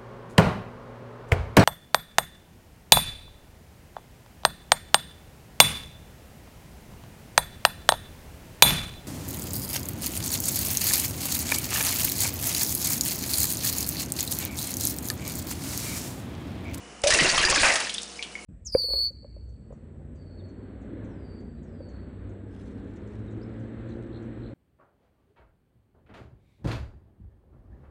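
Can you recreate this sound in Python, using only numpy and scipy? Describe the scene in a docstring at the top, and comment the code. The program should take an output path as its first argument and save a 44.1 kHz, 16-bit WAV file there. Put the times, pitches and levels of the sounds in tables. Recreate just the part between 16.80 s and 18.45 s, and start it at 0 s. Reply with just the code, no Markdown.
"""Tipping tube over a kitchen sink

Close to the basin in a tiled kitchen, one mono microphone. A pivoted plastic tube dumps its water:
the first slug lands with a glug of trapped air, the stream spatters and thumps on the basin, and a
last heavy splat falls as the tube swings back. A thin trickle and a few drips ring over a faint hum."""
import sys
import numpy as np
from scipy import signal
from scipy.fft import rfft, irfft
from scipy.io import wavfile

SR = 44100
rng = np.random.default_rng(int(sys.argv[2]) if len(sys.argv) > 2 else 0)


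def put_to_file(sound):
    """Save the sound as 16-bit audio at rate SR, in the file named by the first command-line argument."""
    columns = np.atleast_2d(sound).T  # one column per channel
    safe = np.clip(columns, -1, 1)
    whole_steps = np.round(safe * 32767)
    wavfile.write(sys.argv[1], SR, whole_steps.astype(np.int16))


N = 72765
TIME = np.arange(N) / SR

# strength of the stream on the basin: t/s, level/dB
STREAM_FLOW = [(.228, -80), (.24, -30.5), (.262, -37.5), (.29, -30.5), (.318, -23.5), (.37, -24.5),
               (.46, -23.5), (.54, -25.5), (.61, -26), (.68, -27), (.72, -23.5), (.8, -24), (.87, -26),
               (.95, -32.5), (1.03, -33), (1.12, -57), (1.25, -59), (1.4, -83)]
# the stream's fine spray: f/Hz, level/dB
SPRAY_SPECTRUM = [(100, -17), (250, -5.5), (500, -1.5), (1000, -3.5), (1900, -4), (2700, 1.5), (3500, -7),
                  (4800, -1.5), (7000, -6.5), (10000, -13)]
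# the stream's small bubbles: f/Hz, level/dB
FIZZ_SPECTRUM = [(300, -8), (600, -1), (1100, -3.5), (1900, 6.5), (2700, -1.5), (3600, 0), (4800, -2),
                 (7000, -3.5), (10000, -9)]
# lumps of water hitting the basin: t/s, level/dB, t60/s, low edge/Hz
LUMP_SLAPS = [(0.219, -35, 0.005, 6500), (0.238, -20, 0.057, 500), (0.2719, -16.5, 0.11, 2400),
              (0.305, -16.5, 0.068, 1500), (.324, -21, .04, 1400), (0.339, -18.5, 0.1, 3500),
              (0.386, -25, 0.044, 1600), (0.4084, -21.5, 0.018, 1600), (0.4495, -27, 0.016, 2000),
              (0.5783, -22, 0.08, 900), (0.6266, -21.5, 0.054, 1200), (0.6513, -21.5, 0.074, 1200),
              (0.7002, -17.5, 0.02, 4500), (0.759, -18, .03, 1300), (0.833, -23.5, 0.024, 1500),
              (0.883, -22, 0.05, 1500), (0.938, -21, 0.048, 5500), (0.957, -18, 0.062, 600),
              (1.003, -24, .05, 600), (1.141, -30.5, 0.054, 6500), (1.219, -31, 0.022, 6000),
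              (1.2325, -29, 0.013, 6500)]
# colour of a slap before its low cut: f/Hz, level/dB
SLAP_SPECTRUM = [(100, 8), (1100, 0), (3000, -0.5), (4000, -1), (5200, -0.5), (10000, -6)]
# hollow colour of the last splat: f/Hz, level/dB
SPLAT_SPECTRUM = [(150, -21), (400, -10), (620, 0.5), (1300, -3), (1900, 1.5), (2600, -2.5), (3600, -20),
                  (5200, -14.5), (9000, -13.5)]
# large trapped air pockets: t/s, level/dB, f/Hz, t60/s
AIR_POCKETS = [(.2385, -14.5, 558, 0.091), (.262, -13.5, 598, .07), (.279, -25, 625, 0.15),
               (.292, -16, 618, 0.044), (.31, -28.5, 541, 0.15), (0.3227, -12.5, 1865, 0.027),
               (0.346, -36, 1030, 0.087), (.347, -13.5, 2724, .025), (.36, -28, 497, 0.053),
               (0.3884, -12.5, 1915, .03), (.409, -21.5, 309, 0.056), (.411, -13.5, 2063, 0.032),
               (0.419, -19.5, 159, 0.052), (.445, -23, 370, 0.17), (0.449, -17, 2740, 0.044),
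               (.491, -15, 4580, 0.032), (.497, -20.5, 1910, 0.012), (0.5786, -10.5, 1161, 0.019),
               (0.58, -14, 3165, 0.024), (0.631, -18, 2750, .02), (0.639, -10, 1706, 0.017),
               (0.646, -28, 365.4, 0.29), (0.6498, -9.5, 4810, 0.022), (0.672, -16.5, 1830, .03),
               (.683, -20, 955, 0.032), (0.691, -20, 2540, 0.05), (.725, -21, 1114, 0.074),
               (.76, -14, 1655, 0.036), (0.776, -24, 294, 0.046), (.776, -17, 2400, 0.033),
               (0.831, -12.5, 2554, 0.039), (0.841, -25, 1880, 0.064), (.89, -20, 2016, 0.1)]
# loads of water on the basin floor: t/s, level/dB
BASIN_THUDS = [(0.238, -24.5), (.278, -31), (0.302, -27), (0.332, -23), (0.411, -33), (0.568, -28),
               (0.596, -24.5), (0.651, -21), (0.702, -19.5), (.759, -28), (0.809, -25.5), (0.84, -25),
               (.92, -35)]
# the basin under the stream: f/Hz, level/dB
RUMBLE_SPECTRUM = [(25, 0.5), (50, -12.5), (90, -5.5), (180, -7), (400, -31.5), (2000, -80)]
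# single drips: t/s, tick level/dB, bubble level/dB, f/Hz
DRIPS = [(1.07, -34, -26.5, 1755), (1.0945, -26, -25, 3250), (1.146, -33.5, -25.5, 3430),
         (1.181, -30.5, -20.5, 3650), (1.3922, -64, -25.5, 2282), (1.426, -29.5, -24.5, 2950),
         (1.5528, -56, -24, 2173)]
# a drip's impact: f/Hz, level/dB
TICK_SPECTRUM = [(500, -31), (1400, -17), (2100, -7.5), (3200, 8), (4500, -3.5), (10000, -11.5)]
# the thin trickle: f/Hz, level/dB
TRICKLE_SPECTRUM = [(300, -30), (1500, -13), (2600, -8.5), (3900, 2), (5000, 4.5), (7000, -2),
                    (10000, -1.5)]
# feed water pattering in the empty tube: f/Hz, level/dB
REFILL_SPECTRUM = [(2000, -27), (5500, -16), (7500, 0), (9500, 0)]
# steady hiss of the feed water: f/Hz, level/dB
FEED_SPECTRUM = [(1500, -30), (2600, -10), (2950, 4.5), (3300, -21), (5400, -5.5), (7000, -7.5),
                 (10000, -16)]
# an appliance's hum lines: f/Hz, level/dB
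HUM_LINES = [(59, -58.5), (203, -59), (477, -60), (715, -60.5)]
# the kitchen's room tone: f/Hz, level/dB
ROOM_TONE_SPECTRUM = [(25, -22), (50, -21), (80, -16), (110, -14), (165, -1.5), (330, -1.5), (700, -6),
                      (1300, -8.5), (2400, -11.5), (5500, -27.5), (10000, -22)]

IMPACTS_PER_S, REFLECTION_DELAY_S, CUTOFF_HZ = 7000, 0.006, 10250


def stream():
    """Water pours on the basin near the microphone; spray and bubbles follow the flow."""
    spray = from_db(-1) * spatter(SPRAY_SPECTRUM, flutter_db=5.5)
    fizz = from_db(-2) * bubble_cloud(FIZZ_SPECTRUM, per_s=2200, cycles=36, spread_db=2.5)
    return flow() * (spray + fizz)


def flow():
    """Strength of the stream over time, as a gain."""
    return from_db(np.interp(TIME, *np.transpose(STREAM_FLOW)))


def slaps():
    """Each lump wets the basin gradually, swelling into a short shower; small lumps have less bass."""
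    out, attack_s = 0, 0.0031
    for start, db, t60, edge_hz in LUMP_SLAPS:
        swell = np.clip((TIME - start) / attack_s + 1, 0, 1) ** 2
        low_cut = signal.butter(3, edge_hz, "high", fs=SR, output="sos")
        shower = coloured(signal.sosfilt(low_cut, clicks(IMPACTS_PER_S, spread_db=1)), SLAP_SPECTRUM)
        out += from_db(db) * swell * burst(start - attack_s, t60, hold=attack_s) * shower
    return out


def last_splat():
    """A heavy load falls as the tube swings back, longer and hollower than the slaps."""
    return from_db(-19) * burst(0.831, t60=0.44, hold=0.025) * spatter(SPLAT_SPECTRUM, flutter_db=2)


def glugs():
    """Air pockets ring in the pooled water, the biggest lowest; the basin walls blur them."""
    plops = sum(from_db(db) * bubble(start, hz, t60, attack=0.0012, rise_per_s=0.75)
                for start, db, hz, t60 in AIR_POCKETS)
    walls = [(600, -7), (1500, 0), (5000, -4.5), (10000, -7.5)]  # f/Hz, level/dB
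    return plops + from_db(-7.5) * reflections(plops, walls, t60=0.14)


def thuds():
    """The basin floor gives a dull, quickly damped swing under each load."""
    out = 0
    for start, db in BASIN_THUDS:
        hz = rng.uniform(31.5, 62.16)
        out += from_db(db) * bubble(start, hz, t60=0.037, attack=0.0036, rise_per_s=0)
    return out


def rumble():
    """The basin rumbles for as long as the heavy stream bears on it."""
    return from_db(-16.5) * flow() * burst(0, t60=0.57, hold=0.87) * noise(RUMBLE_SPECTRUM)


def drips():
    """Each drip ticks on impact and leaves a small bubble, whose note lingers in the basin."""
    tick, out = noise(TICK_SPECTRUM), 0
    for start, tick_db, bubble_db, hz in DRIPS:
        note = bubble(start, hz, t60=0.03, attack=0.00067, rise_per_s=3.2)
        ring = noise([(hz * 0.8, -30), (hz, 0), (hz * 1.25, -30)])
        note += from_db(-18.5) * burst(start, t60=0.2) * ring
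        out += from_db(tick_db) * burst(start, t60=0.081) * tick + from_db(bubble_db) * note
    return out


def trickle():
    """A soft patter with tiny bubbles fades as the sink drains."""
    start_s, fade_db_per_s = 0.87, 26
    age = TIME - start_s
    fizz = from_db(-0.5) * bubble_cloud(TRICKLE_SPECTRUM, per_s=2500, cycles=40, spread_db=3)
    patter = spatter(TRICKLE_SPECTRUM, flutter_db=3.5)
    return (age > 0) * from_db(-37.5 - fade_db_per_s * age) * (patter + fizz)


def refill(start_s=1.6):
    """A fine, high patter at the very end, as feed water runs into the empty tube."""
    gain = (TIME > start_s) * from_db(-51.5 + 3.5 * drift(per_s=50))
    return gain * coloured(clicks(IMPACTS_PER_S, spread_db=13), REFILL_SPECTRUM)


def kitchen(water):
    """Basin and tiles throw the sound back to the microphone, duller at the top."""
    tiles = [(100, -0.5), (600, -4.5), (2500, -2), (10000, -21)]  # f/Hz, level/dB
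    return from_db(-12.5) * reflections(water, tiles, t60=0.52)


def background():
    """Behind the sink: an appliance's hum, the faint hiss of the feed water and steady room tone."""
    hum = sum(from_db(db) * np.sqrt(2) * np.sin(2 * np.pi * hz * TIME + 0.27 * drift(per_s=26))
              for hz, db in HUM_LINES)
    feed = from_db(-53.5) * noise(FEED_SPECTRUM)
    return hum + feed + from_db(-48.5) * noise(ROOM_TONE_SPECTRUM)


def spatter(spectrum, flutter_db):
    """Dense tiny impacts; each band swells and sinks on its own."""
    out, edges = 0, np.geomspace(500, CUTOFF_HZ, 9)
    for low, high in zip(np.r_[30, edges], edges):
        band_pass = signal.butter(2, [low, high], "band", fs=SR, output="sos")
        band = signal.sosfilt(band_pass, clicks(IMPACTS_PER_S, spread_db=3.5))
        out += band * from_db(flutter_db * np.clip(drift(per_s=80), -2, 2))
    return coloured(out, spectrum)


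def bubble(start, hz, t60, attack, rise_per_s):
    """A damped tone that swells and rings; a bubble's pitch rises as it nears the surface."""
    age = np.maximum(TIME - start, 0)
    swell = 1 - np.exp(-(age / attack) ** 2)
    phase = 2 * np.pi * hz * age * (1 + rise_per_s * age / 2)
    return swell * burst(start, t60, hold=attack) * np.sin(phase)


def bubble_cloud(spectrum, per_s, cycles, spread_db, pitches=70):
    """Many small bubbles, each at a random pitch, dying by 60 dB over the given cycles."""
    births, pitch_index, out = clicks(per_s, spread_db), rng.integers(0, pitches, N), 0
    for k, hz in enumerate(np.geomspace(spectrum[0][0], spectrum[-1][0], pitches)):
        radius = np.exp(-np.log(1000) * hz / (cycles * SR))
        poles = [1, -2 * radius * np.cos(2 * np.pi * hz / SR), radius ** 2]
        ringing = signal.lfilter([1, 0, -1], poles, births * (pitch_index == k) + 1e-18)
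        out += gain_at(spectrum, hz) * hz * ringing
    return unit_power(out)


def reflections(x, spectrum, t60):
    """Dense echoes off hard surfaces: a decaying tail of noise."""
    tail = noise(spectrum) * burst(REFLECTION_DELAY_S, t60)
    return signal.fftconvolve(x, tail / np.sqrt(2 * np.sum(tail ** 2)))[:N]


def clicks(per_s, spread_db):
    """Random impacts of uneven size and sign."""
    sizes = from_db(spread_db * np.minimum(rng.exponential(1, N), 3))
    return (rng.random(N) < per_s / SR) * sizes * rng.choice([-1, 1], N)


def burst(start, t60, hold=0):
    """Sudden attack, hold, exponential release; times in seconds."""
    return (TIME >= start) * from_db(-60 * np.maximum(TIME - start - hold, 0) / t60)


def drift(per_s):
    """Smooth random wander of spread 1."""
    knots = rng.standard_normal(1000)
    return unit_power(np.interp(TIME * per_s, np.arange(len(knots)), knots))


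def noise(spectrum):
    """Steady coloured noise at unit power."""
    return coloured(rng.standard_normal(N), spectrum)


def coloured(x, spectrum):
    """Filter a sound by a spectrum; unit power."""
    hz = np.maximum(np.arange(N + 1) * SR / (2 * N), 20)
    gain = gain_at(spectrum, hz) * (hz < CUTOFF_HZ)
    return unit_power(irfft(rfft(x, 2 * N) * gain)[:N])


def gain_at(spectrum, hz):
    """A spectrum's gain, interpolated over log frequency."""
    knots_hz, knots_db = np.transpose(spectrum)
    return from_db(np.interp(np.log(hz), np.log(knots_hz), knots_db))


def from_db(db):
    """Decibels to gain."""
    return 10 ** (np.asarray(db) / 20)


def unit_power(x):
    """Scale to an RMS of 1."""
    return x / np.sqrt(np.mean(x ** 2) + 1e-20)


def scene():
    """At the microphone: water and basin up close, the kitchen behind."""
    water = stream() + slaps() + last_splat() + glugs() + drips() + trickle() + refill()
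    return (water + kitchen(water) + thuds() + rumble() + background())[None]


def record(dry):
    """The microphone signal is cut steeply above about 10 kHz."""
    low_pass = signal.ellip(12, 0.2, 80, CUTOFF_HZ - 150, fs=SR, output="sos")
    return signal.sosfilt(low_pass, dry)


dry = scene()
out = record(dry)
put_to_file(out)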